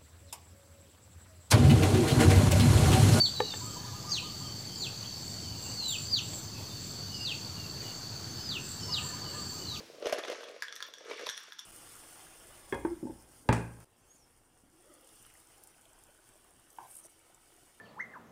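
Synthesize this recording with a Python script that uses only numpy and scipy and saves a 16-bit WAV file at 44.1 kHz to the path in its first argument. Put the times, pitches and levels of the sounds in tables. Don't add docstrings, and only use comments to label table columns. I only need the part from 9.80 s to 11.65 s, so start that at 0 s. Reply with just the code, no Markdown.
import sys
import numpy as np
from scipy import signal
from scipy.fft import rfft, irfft
from scipy.io import wavfile

SR = 44100
rng = np.random.default_rng(int(sys.argv[2]) if len(sys.argv) > 2 else 0)


def rack_gain(trim_db):
    fader = np.asarray(trim_db, float)
    return 10 ** (fader / 20)


def bounce(signal):
    frames = np.transpose(np.atleast_2d(signal))
    limited = np.clip(frames, -1, 1)
    pcm = np.round(limited * 32767).astype(np.int16)
    wavfile.write(sys.argv[1], SR, pcm)


N = 81585


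def evened(x):
    return x / np.sqrt(np.mean(x ** 2) + 1e-20)


def peaked(x):
    return x / np.abs(x).max()


def read(points, hz):
    f, value = np.transpose(points)
    return np.interp(np.log(hz + 1), np.log(f + 1), value)


def along(points):
    s, value = np.transpose(points)
    return np.interp(np.arange(N) / SR, s, value)


def add(mix, s, sound):
    part = mix[max(round(s * SR), 0):][:len(sound)]
    part += sound[:len(part)]


def tinted(x, shape):
    hz = np.fft.rfftfreq(len(x), 1 / SR)
    return irfft(rfft(x) * rack_gain(read(shape, hz)), len(x))


def above(x, hz):
    return signal.sosfilt(signal.butter(4, hz, "high", fs=SR, output="sos"), x)


def ring(modes, t60, t, sway_db, detune=0.011):
    hz, db = np.transpose(modes)[:, :, None]
    column = (len(modes), 1)
    strength = rack_gain(db + sway_db * rng.standard_normal(column))
    phase = 0.42 * rng.random(column)
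    hz = hz * (1 + detune * rng.standard_normal(column))
    waves = strength * np.sin(2 * np.pi * (hz * t + phase))
    return peaked(waves.sum(0) * rack_gain(-60 * t / t60))


def ticks(per_s, spread_db):
    chance, size = rng.random(N), rng.exponential(1, N)
    sign = rng.choice([-1., 1.], N)
    return (chance < per_s / SR) * sign * rack_gain(spread_db * np.minimum(size, 4))


# start in seconds, thump level in dB,
# shell clack in dB against the thump, favoured wall pitch in Hz.
WALL_KNOCKS = [(0.002, -43, -4.5, 484), (0.098, -38.5, -32, 492), (0.15, -46, -6, 515),
               (0.224, -29, -12, 496), (0.256, -27.5, -4, 414), (0.267, -20.5, -7, 606),
               (0.276, -40, -4, 650), (0.295, -39, 6, 576), (0.325, -16, -4.5, 611), (0.336, -33, -24, 590),
               (.343, -43, -15, 480), (.378, -34.5, -6, 540), (0.383, -29.5, -1.5, 455),
               (0.391, -29.5, -3, 547), (.4, -38, -27, 490), (.412, -39, -25, 530), (.43, -47, 8, 537),
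               (0.436, -39, -4, 600), (.448, -40.5, 6, 483), (.474, -44, 3, 480), (0.481, -34.5, 1.5, 453),
               (0.498, -25.5, -8, 561), (0.512, -32, -7.5, 540), (.518, -33.5, -1, 477),
               (0.527, -36.5, -4, 621), (.545, -46, 6, 510), (0.586, -40, -12, 560), (.606, -45, 3.5, 610),
               (0.631, -39, -1, 554), (0.685, -42, -0.5, 560), (0.744, -58, 4, 443),
               (0.762, -37.5, -9, 550), (1.085, -49, -2, 563), (1.207, -43, -6.5, 577),
               (1.255, -42, -10, 436), (1.28, -39.5, -18, 480), (1.289, -39.5, -9, 500),
               (1.297, -39.5, 0, 470), (1.311, -34.5, -2, 412), (1.333, -40.5, -1.5, 427),
               (1.359, -42, -11, 406), (1.393, -42.5, 2.5, 536), (1.411, -45, -13, 530),
               (1.432, -32.5, -17, 510), (1.466, -40, 9, 590), (1.68, -52, 0.5, 451)]
# time in seconds, level in dB.
HEAP_ROLL = [(0, -49), (.06, -64), (.2, -56.5), (.25, -40), (.42, -48.5), (.53, -51.5), (.58, -51),
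             (.76, -55.5), (.82, -67.5), (1.18, -66.5), (1.24, -61), (1.31, -50), (1.37, -59), (1.44, -47),
             (1.5, -57.5), (1.53, -64.5), (1.7, -80), (1.76, -83)]
# pitch in Hz, level in dB.
JAR_MODES = [(290, -10.5), (345, -19.5), (430, -1.5), (480, 1.5), (540, 2.5), (580, -5.5), (625, 1.5),
             (700, -8), (1130, -11), (1270, -18)]
# frequency in Hz, level in
# dB.
CLACK_COLOUR = [(470, 2), (800, 2), (1340, 0), (2500, -1.5), (6400, -9), (7300, -25), (11000, -26),
                (16000, -50)]
JAR_T60_S, JAR_RISE_S, JAR_EDGE_HZ = 0.052, 0.0027, 290
FAVOUR_DB = 48
ROLL_PER_S = 720


def jar():
    out, t = np.zeros(N), np.arange(2600) / SR
    rise = np.minimum(t / JAR_RISE_S, 1) ** 2
    for s, db, clack_db, near_hz in WALL_KNOCKS:
        struck = [(hz, d - FAVOUR_DB * min(abs(np.log2(hz / near_hz)), .45)) for hz, d in JAR_MODES]
        fall = np.exp(-t / 0.017) + 0.21
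        thump = peaked(ring(struck, JAR_T60_S, t, sway_db=3.5) * rise * fall)
        clump = rng.standard_normal(len(t)) * rack_gain(1.27 * rng.standard_normal(len(t)))
        clack = evened(tinted(clump, CLACK_COLOUR)) * np.exp(-t / 0.0055) * np.minimum(t / 0.0011, 1)
        add(out, s, rack_gain(db) * (rack_gain(-1.0) * thump + rack_gain(clack_db - 1.43) * clack))
    for _ in range(4):
        body = ring(JAR_MODES, JAR_T60_S, t, sway_db=3.5) * rise
        rolling = signal.oaconvolve(ticks(ROLL_PER_S / 4, spread_db=5.0), body)[:N]
        out += rack_gain(along(HEAP_ROLL) - 5.5) * evened(rolling)
    return above(out, JAR_EDGE_HZ)


# frequency in Hz, time to fall 60 dB in seconds.
ROOM_DECAY = [(300, 0.054), (1500, 0.29), (5000, 0.21), (14000, 0.11)]


def room(x):
    taps = np.zeros(SR // 2)
    at = np.arange(130, len(taps) - 20, 20)
    taps[at + rng.integers(0, 20, len(at))] = rng.choice([-1., 1.], len(at))
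    hz, t, z = signal.stft(taps, SR, nperseg=256)
    fade = rack_gain(-60 * t / read(ROOM_DECAY, hz)[:, None])
    tail = signal.istft(z * fade, SR, nperseg=256)[1]
    return signal.fftconvolve(x, tail / np.linalg.norm(tail))[:N]


# time in seconds, level in dB.
SETTLE_LEVEL = [(0, -68), (.2, -67), (.26, -48), (.36, -49), (.45, -52), (.53, -48), (.6, -52.5),
                (.78, -60), (.84, -59.5), (1.08, -54), (1.12, -62), (1.24, -58.5), (1.31, -49.5),
                (1.36, -51.5), (1.47, -47.5), (1.64, -52), (1.77, -65), (1.8, -61.5)]
# time in seconds, share from 0 to 1.
DISH_SHARE = [(.8, 0.028), (.83, 0.27), (1.2, 0.67), (1.27, 0.033), (1.45, 0.36), (1.5, 1), (1.58, 0.79),
              (1.7, 0.23), (1.85, 0.45)]
# frequency in Hz, level
# in dB.
SHELL_COLOUR = [(470, -23), (800, -6), (1340, 3.5), (1810, 3), (6500, -5.5), (7300, -13.5), (10800, -19.5),
                (16000, -40.5)]
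SETTLE_PER_S, SETTLE_BRIGHT_DB = 3500, -24


def settling():
    t, share = np.arange(5000) / SR, np.clip(along(DISH_SHARE), 0, 1)
    brief, shell, metal = t[:400], np.zeros(N), np.zeros(N)
    for hz in np.geomspace(750, 13000, 16):
        tick = np.sin(2 * np.pi * hz * brief) * np.exp(-brief * hz / 1.73) * hz
        shell += signal.oaconvolve(ticks(SETTLE_PER_S / 16, spread_db=4.0), tick)[:N]
    shell = above(tinted(shell, SHELL_COLOUR), JAR_EDGE_HZ)
    shell = evened(shell + rack_gain(-3.0) * room(shell))
    for _ in range(3):
        blow = dish_blow(-13.0, -0.5, SETTLE_BRIGHT_DB, t)
        metal += signal.oaconvolve(ticks(300, spread_db=1.0), blow)[:N]
    metal = evened(above(metal, DISH_EDGE_HZ))
    return rack_gain(along(SETTLE_LEVEL)) * (np.sqrt(1 - share) * shell + np.sqrt(share) * metal)


# frequency in Hz, level in dB.
AIR_COLOUR = [(18, -62), (30, -45), (866, -24), (1590, -21), (2350, 3.5), (5590, 7.5), (16000, -87)]


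def still_air():
    return rack_gain(-67) * evened(tinted(rng.standard_normal(N), AIR_COLOUR))


# time in seconds, level in dB.
GRIP_LEVEL = [(0, -55.5), (.22, -62), (.4, -78), (.5, -72)]
# frequency in Hz, level in dB.
RUSTLE_COLOUR = [(18, -62), (30, -24.5), (259, -11), (336, -6.5), (540, -28), (822, -17), (5310, -18.5),
                 (16000, -35.5)]


def hands():
    return rack_gain(along(GRIP_LEVEL)) * evened(tinted(rng.standard_normal(N), RUSTLE_COLOUR))


# start in seconds, level in dB.
SHELL_SNAPS = [(0.1985, -56.5), (0.2427, -55), (0.256, -50), (0.27, -41), (.286, -48), (0.296, -44),
               (0.3245, -35), (0.3363, -43), (0.344, -47), (0.3853, -43), (.39, -49), (0.4303, -54),
               (0.451, -51), (0.475, -51), (0.482, -53), (0.499, -41), (0.515, -50), (.526, -50),
               (.6104, -56), (0.6216, -55.5), (0.6388, -53), (.6917, -54.5), (0.7125, -57), (0.805, -60),
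               (.94, -73), (0.955, -44), (1.2747, -68), (1.3036, -53), (1.325, -54), (1.335, -59),
               (1.371, -55), (1.3936, -52), (1.411, -50.5), (1.454, -65), (1.4627, -49), (1.6333, -49),
               (1.6713, -59), (1.688, -58), (1.70, -59), (1.7302, -50.5), (1.795, -44)]
# frequency in Hz, level in dB.
SNAP_COLOUR = [(3000, -30), (5500, 4), (7500, -1), (11000, -2.5), (13500, -8), (16000, -23)]
SNAP_RISE_S, SNAP_S = 0.00078, 0.0026


def snaps():
    out, t = np.zeros(N), np.arange(900) / SR
    for s, db in SHELL_SNAPS:
        burst = evened(tinted(rng.standard_normal(len(t)), SNAP_COLOUR))
        add(out, s, rack_gain(db) * burst * np.minimum(t / SNAP_RISE_S, 1) * np.exp(-t / SNAP_S))
    return out


# start in seconds, level in dB.
HANDLING_BUMPS = [
    (0.265, -48),
    (0.329, -59),
    (0.386, -62),
    (0.499, -78),
    (1.469, -61),
    (1.495, -57),
]


def bumps():
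    out, t = np.zeros(N), np.arange(3000) / SR
    push = 3 * (t / 0.0013) * (1 - t / 0.0047) * np.exp(-t / 0.0014)
    for s, db in HANDLING_BUMPS:
        add(out, s, rack_gain(db) * push)
    return out


# start in seconds, level in dB, pitch in Hz.
EDGE_GLINTS = [(.388, -40, 11000), (.805, -55, 4850), (0.956, -60, 13200), (1.066, -49, 13900),
               (1.066, -51, 11900), (1.082, -59, 9700), (1.086, -51, 12800), (1.463, -32, 4700),
               (1.551, -53, 11000), (1.566, -49, 9400), (1.601, -54, 11100), (1.604, -50, 13700),
               (1.718, -56.5, 13500), (1.733, -58, 11400)]
GLINT_CYCLES, GLINT_TAIL_DB, GLINT_SPREAD = 11, -28, .06


def glints():
    out, t = np.zeros(N), np.arange(1500) / SR
    for s, db, hz in EDGE_GLINTS:
        near = [(hz * k, 0) for k in np.geomspace(1 - GLINT_SPREAD, 1 + GLINT_SPREAD, 7)]
        fall = np.exp(-t * hz / GLINT_CYCLES) + rack_gain(GLINT_TAIL_DB) * np.exp(-t / 0.003)
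        puff = ring(near, 0.16, t, sway_db=10.0) * fall * np.minimum(t / 0.00031, 1)
        add(out, s, rack_gain(db) * peaked(puff))
    return out


# start in seconds, level in dB, pitch in Hz.
CLEAR_PINGS = [
    (.393, -42, 3000),
    (.4365, -35.5, 3500),
    (.438, -39.5, 2450),
    (.641, -42.5, 3370),
    (1.5752, -42.5, 9610),
    (1.38, -41, 2200),
    (1.315, -37, 2300),
    (1.468, -36, 1140),
]
PING_S, PING_TAIL_S, PING_PAIR = .0025, .012, .012


def pings():
    out, t = np.zeros(N), np.arange(1500) / SR
    fall = (np.exp(-t / PING_S) + 0.08 * np.exp(-t / PING_TAIL_S)) * np.minimum(t / 0.00048, 1)
    for s, db, hz in CLEAR_PINGS:
        pair = np.sin(2 * np.pi * hz * t) + np.sin(2 * np.pi * hz * (1 + PING_PAIR) * t) / 2
        add(out, s, rack_gain(db) * fall * pair)
    return out


# pitch in Hz, level in dB.
DISH_CLUSTERS = [
    [(1120, 1), (1365, 8), (1540, 5), (1640, 13), (1720, 12), (1820, 8), (2130, -1)],
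    [(3360, 3), (3440, 10), (3500, 12), (3770, -4)],
    [(5390, -22), (5660, -13), (5760, -13), (5850, -17), (6520, -25)],
    [(8420, 2), (9650, -3), (11600, -3), (13500, -6), (14100, -9), (15300, -9)],
]
CLUSTER_T60_S = [0.094, 0.076, 0.23, 0.24]
# frequency in Hz, level in dB.
STRIKE_COLOUR = [(530, -41), (900, -2), (1620, -21), (5820, 2.5), (7580, -20), (11800, -21.5), (16000, -51)]
CRACK_DB, CRACK_S = -2.5, 0.0015
RING_DB, QUICK_S, LINGER_DB = 1, 0.0028, -23
METAL_DETUNE = .005


def dish_blow(low_db, third_db, bright_db, t):
    cluster_db = np.array([low_db + 11.0, 0, third_db + 0.5, bright_db - 0.5])
    modes = np.zeros(len(t))
    for cluster, t60, db in zip(DISH_CLUSTERS, CLUSTER_T60_S, cluster_db):
        modes += rack_gain(db) * ring(cluster, t60, t, sway_db=7.0, detune=METAL_DETUNE)
    crack = evened(tinted(rng.standard_normal(len(t)), STRIKE_COLOUR))
    crack = crack * np.exp(-t / CRACK_S) * np.minimum(t / 0.00085, 1)
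    sharp = evened(above(crack, 5580)) * np.sqrt(np.mean(crack ** 2))
    crack += rack_gain(bright_db - cluster_db.max() + 16.0) * sharp
    fall = (np.exp(-t / QUICK_S) + rack_gain(LINGER_DB)) * np.minimum(t / 0.0002, 1)
    return rack_gain(RING_DB) * modes * fall + rack_gain(CRACK_DB + cluster_db.max()) * crack


# start in seconds, level in dB, lowest cluster in dB,
# third cluster in dB, bright cluster in dB.
DISH_DROPS = [(0.8226, -39.5, 7.5, -0.5, -1), (0.8332, -49.5, 8, -7, -2), (0.8826, -37, -8, -35, -24),
              (0.9251, -39, -4.5, -0.5, -26), (0.9624, -41, -4.5, 2, -6.5), (1.0043, -45.5, 4, -14, -16),
              (1.0253, -29.5, -8.5, -4, -19), (1.1377, -37, -12.5, -11, -13), (1.1836, -49.5, -8, 3, -6),
              (1.2486, -45.5, -22, -23, -16), (1.4675, -32, -20, -2.5, -14), (1.4902, -27, -11.5, -2, -27),
              (1.4965, -37, -2, -8, -1.5), (1.5768, -35.5, -10, -6, -12.5), (1.722, -38, -10, -9, -28),
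              (1.787, -52.5, -4, 2, -1), (1.7917, -33.5, -23.5, -6, -27.5)]
DISH_EDGE_HZ = 1030


def dish():
    out, t = np.zeros(N), np.arange(5000) / SR
    for s, db, *colour in DISH_DROPS:
        add(out, s, rack_gain(db) * dish_blow(*colour, t))
    return above(out, DISH_EDGE_HZ)


JAR_WET_DB, DISH_WET_DB = -10, -6


def scene():
    hollow = jar()
    metal = dish() + glints() + snaps() + pings()
    wet = room(rack_gain(JAR_WET_DB) * hollow + rack_gain(DISH_WET_DB) * metal)
    return (hollow + metal + wet + settling() + bumps() + still_air() + hands())[None]


def low_pass(x):
    return signal.sosfilt(signal.butter(12, 16460, fs=SR, output="sos"), x)


CEILING, EDGE_HZ = .086, 16250


def record(dry):
    limited = dry / (1 + np.abs(dry / CEILING) ** 4) ** (1 / 4)
    mix = signal.oaconvolve(limited, signal.firwin(255, EDGE_HZ, fs=SR)[None], "same")
    return low_pass(mix)


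dry = scene()
out = record(dry)
bounce(out)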